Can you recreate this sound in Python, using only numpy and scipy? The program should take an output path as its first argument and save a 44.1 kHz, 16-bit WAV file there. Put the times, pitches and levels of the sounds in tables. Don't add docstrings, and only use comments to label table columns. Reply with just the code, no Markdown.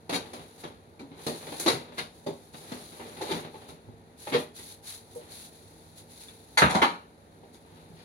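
import sys
import numpy as np
from scipy import signal
from scipy.fft import rfft, irfft, next_fast_len
from scipy.io import wavfile
from scipy.ndimage import uniform_filter1d

SR = 44100
rng = np.random.default_rng(int(sys.argv[2]) if len(sys.argv) > 2 else 0)


def materialize(psi):
    bounded = np.clip(np.atleast_2d(psi).T, -1, 1)
    quanta = np.round(bounded * 32767).astype(np.int16)
    wavfile.write(sys.argv[1], SR, quanta)


N = 354652
TIME = np.arange(N) / SR
RING_TIME = TIME[:SR // 2]

# pitch in Hz, side (difference) over mid (sum) in dB.
SIDE_OVER_MID = [(60, -16), (300, -14.5), (600, -1.5), (800, -9.5), (1050, 7.5), (2000, -2), (3500, 0.5)]


def tubs():
    # start in seconds, level in dB before
    # colouring, then thump, clack and tick in dB relative to it, ringing note in Hz,
    # note in dB relative to the level.
    knocks = [(0.092, -24.5, -8.5, -7.5, -12.5, 340, -6), (0.124, -27, -12.5, -2.5, -7, 285, 4),
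              (0.331, -35, -12, -7.5, -6.5, 605, -12), (0.634, -32, -7.5, -6.5, -19, 376, -16),
              (0.992, -40.5, -2, -6.5, -13.5, 2360, -3.5), (1.028, -46.5, 7.5, -34, -30, 277, 11.5),
              (1.112, -46, 0, -7.5, -30, 283, 8), (1.264, -25, -11.5, -7.5, -4.5, 276, -6),
              (1.519, -32.5, -11, -7.5, -25, 307, -1.5), (1.595, -36, -31, -1, 12.5, 620, -15),
              (1.659, -18, -13, -6.5, -11, 328.4, 1), (1.675, -20, -25, 0.5, -3, 1154, 5),
              (1.682, -33, -11, -2, -11, 3890, 11.5), (1.979, -30.5, -5.5, 0, -3.5, 230, -19),
              (2.263, -28.5, -9, -12.5, -12.5, 573, 4.5), (2.268, -31.5, -17, -17, -27, 400.5, 7.5),
              (2.536, -40.5, 3, -4.5, -15, 305, -8), (2.716, -35, -7, -4, -9, 253, -3),
              (2.996, -36, -18, -8, -45, 905, -2), (3.209, -28, -33, -7, -10, 857, 1),
              (3.312, -32, 1, -3, -5, 886, 8), (3.342, -33.5, -5, -3.5, -12, 236, 1.5),
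              (3.540, -38, -35, -12.5, -28, 866, 2.5), (3.685, -41, 3, -7, -9, 296, -2),
              (3.876, -47.5, 6, -20, -25, 106, 9), (4.268, -31.5, -13, -4.5, -30, 826, 2),
              (4.320, -29.5, -4, -3, -32, 287, 8), (4.336, -27.5, -13, -2.5, -15, 2207, 3.5),
              (4.346, -21.5, -11, -6.5, -21, 479, 6.5), (4.588, -48, -5, 0, -22, 1930, 2),
              (5.147, -52, -15, -17, 10.5, 970, 2), (5.158, -44, -21, -17, -10, 478, 16.5),
              (6.283, -61, -3, 10.5, -2, 3500, 20), (7.430, -44.5, -10, -16, -32, 440, -1.5),
              (7.900, -54.5, 16, -15, -22, 146, 4)]
    # start in seconds, length in seconds, level in dB before
    # colouring, then thump, clack and tick in dB relative to it.
    scrapes = [(0.115, 0.062, -26, -6.5, -5, -6), (1.689, 0.082, -38.5, 6, -2, -10),
               (1.967, 0.035, -34.5, -1.5, 3, -9), (3.219, 0.13, -36.5, -7, -7, -9),
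               (3.284, 0.0434, -25, -14, -3.5, -11.5), (4.312, 0.047, -21.5, -15, -3.5, -20.5),
               (7.536, 0.02, -52, -4, -2, 3), (7.95, 0.088, -56.5, -4, 3.5, -1)]
    # start in seconds, swell in seconds,
    # length before the release in seconds, level in dB before colouring.
    slides = [(0.15, 0.05, 0.088, -48), (0.32, 0.032, 0.1, -50), (0.56, 0.057, 0.062, -56),
              (1.08, 0.16, 0.74, -50), (2.52, 0.24, 0.93, -51), (3.13, 0.066, 0.26, -46),
              (3.52, 0.037, 0.14, -57.5), (5.17, 0.058, 0.076, -56.5), (7.55, 0.31, 0.43, -60)]
    # pitch in Hz, gain in dB.
    tub_colour = [(30, -17.5), (70, 6), (160, 18.5), (270, 14.5), (420, 15), (650, 9), (930, 10), (1200, 9),
                  (1500, 5.5), (2200, 3.5), (4500, 1.5), (9000, -2.5), (16000, -4.5)]

    contacts, notes = np.zeros((2, N)), np.zeros((2, N))
    for s, db, thump_db, clack_db, tick_db, note_hz, note_db in knocks:
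        knock = shell(echoes(near_t60=0.2, room_t60=0.33, room_db=-4, rise_s=0.002))
        add(contacts, s, contact(knock, db, thump_db, clack_db, tick_db))
        ringing = note(note_hz, t60=0.16 * np.sqrt(400 / note_hz))
        add(notes, s, ringing * amp(db + note_db))

    for s, length, db, thump_db, clack_db, tick_db in scrapes:
        count = int(length * SR)
        force = slips(count, rate=500, spread_db=1) * np.sqrt(np.hanning(count))
        scrape = shell(spread(force, echoes(near_t60=0.089, room_t60=0.23, room_db=-7.5)))
        add(contacts, s, contact(scrape, db, thump_db, clack_db, tick_db))

    rub = crackle(rate=81, spread_db=4, t60=0.39) * strokes(slides, release_db_per_s=74)
    rub = contact(rub, db=5.5, thump_db=-7.0, clack_db=-5, tick_db=-20.5)
    return notes + tint(contacts + rub, tub_colour)


def compartment(x, ring_db, t60):
    # pitch in Hz, level in dB relative to the shared ring level.
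    cavity = [(165, 1), (243, -1), (323, -18), (400, -10), (445, -2.5), (567, 1), (610, 5.5)]
    modes = sum(note(hz, t60) * amp(db) for hz, db in cavity)
    mono = x.mean(axis=0)[None]
    ring = signal.fftconvolve(mono, modes, axes=1)[:, :N]
    return x + amp(ring_db) * ring


def hard_container():
    # start in seconds, level in dB before colouring,
    # then thump, clack and tick in dB relative to it, ring in dB, time constant of the rise in seconds,
    # time for the close echoes of the crack to die by 60 dB in seconds.
    clatter = [(6.572, -17.5, -30, 2, -2, -1.5, 0.0042, 0.23),
               (6.618, -8, -11, -1.5, -30, -21.5, 0.00092, 0.062),
               (6.633, -18.5, 6, -7.5, -22, -8.5, 0.0031, 0.091),
               (6.694, -23, -18, -8, -10, -4, 0.0042, 0.42), (6.746, -13, -5, -9, -16.5, -21, 0.0031, 0.16),
               (6.816, -12, -19, -0.5, -15, -6, 0.0044, 0.13)]
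    # pitch in Hz, level in dB before each landing's weighting,
    # time to die by 60 dB in seconds.
    container_modes = [(178.8, -7.5, 0.53), (750, -7, 0.21), (844, -3, 0.24), (938, 1.5, 0.23),
                       (947, -4.5, 0.34), (1100, -14, 0.16), (1267, -10.5, 0.35), (1420, -8, 0.17),
                       (1460, -9, 0.086), (1714, -11, 0.19), (1823, -6, 0.16), (2070, -2.5, 0.15),
                       (2235, -12, 0.14), (2306, -6, 0.12), (3320, -7, 0.18), (3580, -26.5, 0.36),
                       (3874, -19, 0.23), (4092, -17, 0.29), (4510, -13, 0.165), (4520, -15, 0.23),
                       (5800, -10, 0.22), (6430, -14, 0.18), (6640, -14, 0.17), (7370, -18, 0.12),
                       (9100, -27, .14), (9600, -16, 0.18), (11400, -27, 0.1)]
    # pitch in Hz, gain in dB.
    crack_colour = [(30, -13), (70, 9.5), (120, 12), (170, 18.5), (250, 14), (330, 7.5), (600, 10),
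                    (1000, 14.5), (1300, 12.5), (2000, 6), (3000, 0.5), (5500, 1.5), (9000, -0.5),
                    (16000, -11)]

    out = np.zeros((2, N))
    modes = np.array([note(hz, t60) * amp(db) for hz, db, t60 in container_modes])
    for s, db, thump_db, clack_db, tick_db, ring_db, rise_s, t60 in clatter:
        crack = shell(echoes(near_t60=t60, room_t60=0.33, room_db=-5.5, rise_s=rise_s), ripple_db=5.0)
        crack = tint(crack, crack_colour)
        mode_gains = amp(1.4 * rng.uniform(-1.1, 1, len(modes)))
        weights = mode_gains * rng.choice([-1, 1], len(modes))
        ring = np.tensordot(weights, modes, axes=1) * amp(ring_db)
        add(out, s, contact(crack + ring, db, thump_db, clack_db, tick_db, tick_hz=5460))
    return out


def rustle():
    # start in seconds,
    # swell in seconds, length before the release in seconds, level in dB before colouring.
    swishes = [(0.22, 0.041, 0.46, -66.5), (0.57, 0.03, 0.038, -60), (1.15, 0.096, 0.53, -56),
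               (1.44, 0.14, 0.3, -52), (2.08, 0.072, 0.67, -69), (2.52, 0.025, 0.81, -60),
               (2.64, 0.11, 0.26, -60.5), (3.2, 0.03, 0.2, -55), (1.92, 0.04, 0.06, -63),
               (3.45, 0.14, 0.21, -66.5), (3.675, 0.016, 0.015, -58.5), (4.165, 0.06, 0.19, -54.5),
               (4.36, 0.033, 0.033, -51), (4.532, 0.033, 0.19, -55), (4.82, 0.076, 0.078, -47),
               (4.915, 0.033, 0.031, -51), (4.98, 0.03, 0.3, -69), (5.1, 0.016, 0.099, -64),
               (5.275, 0.047, 0.185, -54.5), (5.51, 0.025, 0.072, -63), (5.56, 0.05, 0.42, -67.5),
               (5.955, 0.029, 0.037, -55.5), (6.05, 0.063, 0.25, -60.5), (6.14, 0.071, 0.086, -56.5),
               (6.31, 0.036, 0.285, -66.5), (7.52, 0.02, 0.025, -66), (7.1, 0.69, 0.94, -73)]
    # pitch in Hz, gain in dB.
    film_colour = [(100, -55.5), (900, 8), (2000, 4), (4500, 7.5), (9000, 9), (16000, 10.5)]
    cloth_rest_db = -76.5

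    gain = np.hypot(strokes(swishes, release_db_per_s=221), amp(cloth_rest_db))
    return tint(crackle(rate=1900, spread_db=2.0, t60=0.051) * gain, film_colour)


def kitchen():
    # pitch in Hz, middle level in dB (RMS).
    compressor_tones = [(65, -96), (99.7, -64.5), (160, -63.5), (239, -65), (452, -65), (567, -74.5)]
    # pitch in Hz, gain in dB.
    fan_colour = [(20, -77), (32, -54), (48, -48.5), (65, -36), (100, -34), (125, -41), (170, -37.5),
                  (300, -38.5), (450, -39), (540, -42), (930, -45), (1100, -50), (2200, -60), (5000, -71),
                  (16000, -78)]

    hum = np.zeros(N)
    for hz, db in compressor_tones:
        level = np.sqrt(2) * amp(db + 2 * walk(3.56))
        phase = 2 * np.pi * hz * TIME + 1.18 * walk(5.3)
        hum += level * np.sin(phase)
    fan = tint(diffuse(N) * amp(0.26 * walk(27)), fan_colour)
    return hum + fan


def echoes(near_t60, room_t60, room_db, grain_db=6, rise_s=0.00095):
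    count = len(RING_TIME)
    strength = amp(grain_db * np.repeat(rng.uniform(-1, 1, count // 32 + 1), 32)[:count])
    strength = strength / np.sqrt(np.mean(strength ** 2))
    near = diffuse(count) * strength * fade(near_t60)
    tail = diffuse(count) * fade(room_t60) * amp(room_db)
    return (near + tail) * (1 - np.exp(-RING_TIME / rise_s)) ** 2


def contact(x, db, thump_db, clack_db, tick_db, tick_hz=8500):
    points = [(150, thump_db), (320, 0), (900, 0), (1400, clack_db), (3000, clack_db), (tick_hz, tick_db)]
    return amp(db) * tint(x, points)


def shell(x, ripple_db=4):
    hz = np.geomspace(450, 14000, 120)
    return tint(x, np.column_stack([hz, ripple_db * rng.uniform(-1.42, 1, len(hz))]))


def note(hz, t60):
    side = amp(np.interp(hz, *np.transpose(SIDE_OVER_MID)))
    phase = 2 * np.pi * (hz * RING_TIME + rng.random())
    phase = phase + np.arctan(side) * np.array([[1], [-1]])
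    return np.sin(phase) * fade(t60) * (1 - np.exp(-RING_TIME / 0.0028))


def slips(count, rate, spread_db):
    chance, size = rng.random(count), rng.standard_normal(count)
    happens = chance < rate / SR
    jerks = happens * amp(spread_db * size) * rng.choice([-1, 1], count)
    return jerks / np.sqrt(np.mean(jerks ** 2) + 1e-12)


def spread(force, response):
    return signal.fftconvolve(force[None], response / np.sqrt(np.sum(response ** 2) / 2), axes=1)


def crackle(rate, spread_db, t60):
    power = signal.fftconvolve(slips(N, rate, spread_db) ** 2, fade(t60) ** 2)[:N]
    return diffuse(N) * np.sqrt(np.abs(power) / np.mean(power))


def strokes(rows, release_db_per_s):
    power = np.zeros(N)
    for s, swell_s, length, db in rows:
        age = TIME - s
        swell = np.clip(age / swell_s, 0, 1)
        level = amp(db - release_db_per_s * np.maximum(age - length, 0))
        power += (swell * level) ** 2
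    return np.sqrt(power) * amp(0.8 * walk(18))


def diffuse(count):
    size = next_fast_len(count, real=True)
    hz, db = np.transpose(SIDE_OVER_MID)
    ratio = amp(np.interp(np.arange(size // 2 + 1) * SR / size, hz, db))
    mid, side = rfft(rng.standard_normal((2, size)))
    pair = np.array([mid + ratio * side, mid - ratio * side])
    return irfft(pair / np.hypot(1, ratio), size)[:, :count]


def tint(x, points):
    size = 4096
    hz, db = np.transpose(points)
    grid = np.maximum(np.arange(size // 2 + 1) * SR / size, 1)
    cepstrum = irfft(np.log(amp(np.interp(np.log(grid), np.log(hz), db))))
    cepstrum[1:size // 2] *= 2
    cepstrum[size // 2 + 1:] = 0
    taps = irfft(np.exp(rfft(cepstrum)))
    return signal.oaconvolve(np.atleast_2d(x), taps[None], axes=1)[:, :x.shape[-1]]


def fade(t60):
    return amp(-60 * RING_TIME / t60)


def walk(rate):
    hold = max(int(SR / rate), 1)
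    return uniform_filter1d(np.repeat(rng.standard_normal(N // hold + 1), hold), hold)[:N]


def add(out, s, sound):
    start = max(int(s * SR), 0)
    part = sound[:, :max(N - start, 0)]
    out[:, start:start + part.shape[1]] += part


def amp(db):
    return 10 ** (np.asarray(db) / 20)


def scene():
    fridge = compartment(tubs(), ring_db=-53, t60=0.18)
    return fridge + hard_container() + rustle() + kitchen()


def record(dry):
    # pitch in Hz, gain in dB.
    mic_colour = [(1000, -2), (2300, 2), (3000, -1.5), (3800, 6), (4400, 5), (5200, -3), (6700, 1.5),
                  (8000, -7), (9000, -1), (10000, 5), (10800, 6.5), (11800, -5), (15500, -12.5)]
    # pitch in Hz, left over right in dB.
    balance = [(60, -5), (200, 0), (1600, 0.5), (2600, 0), (4000, 10), (6000, 1), (8000, 0), (14000, -2.5)]

    left, right = tint(dry, mic_colour)
    left = tint(left, [(hz, db / 2) for hz, db in balance])
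    right = tint(right, [(hz, -db / 2) for hz, db in balance])
    top_cut = signal.ellip(10, .1, 80, 15800, fs=SR, output="sos")
    return signal.sosfilt(top_cut, np.vstack([left, right]))


dry = scene()
out = record(dry)
materialize(out)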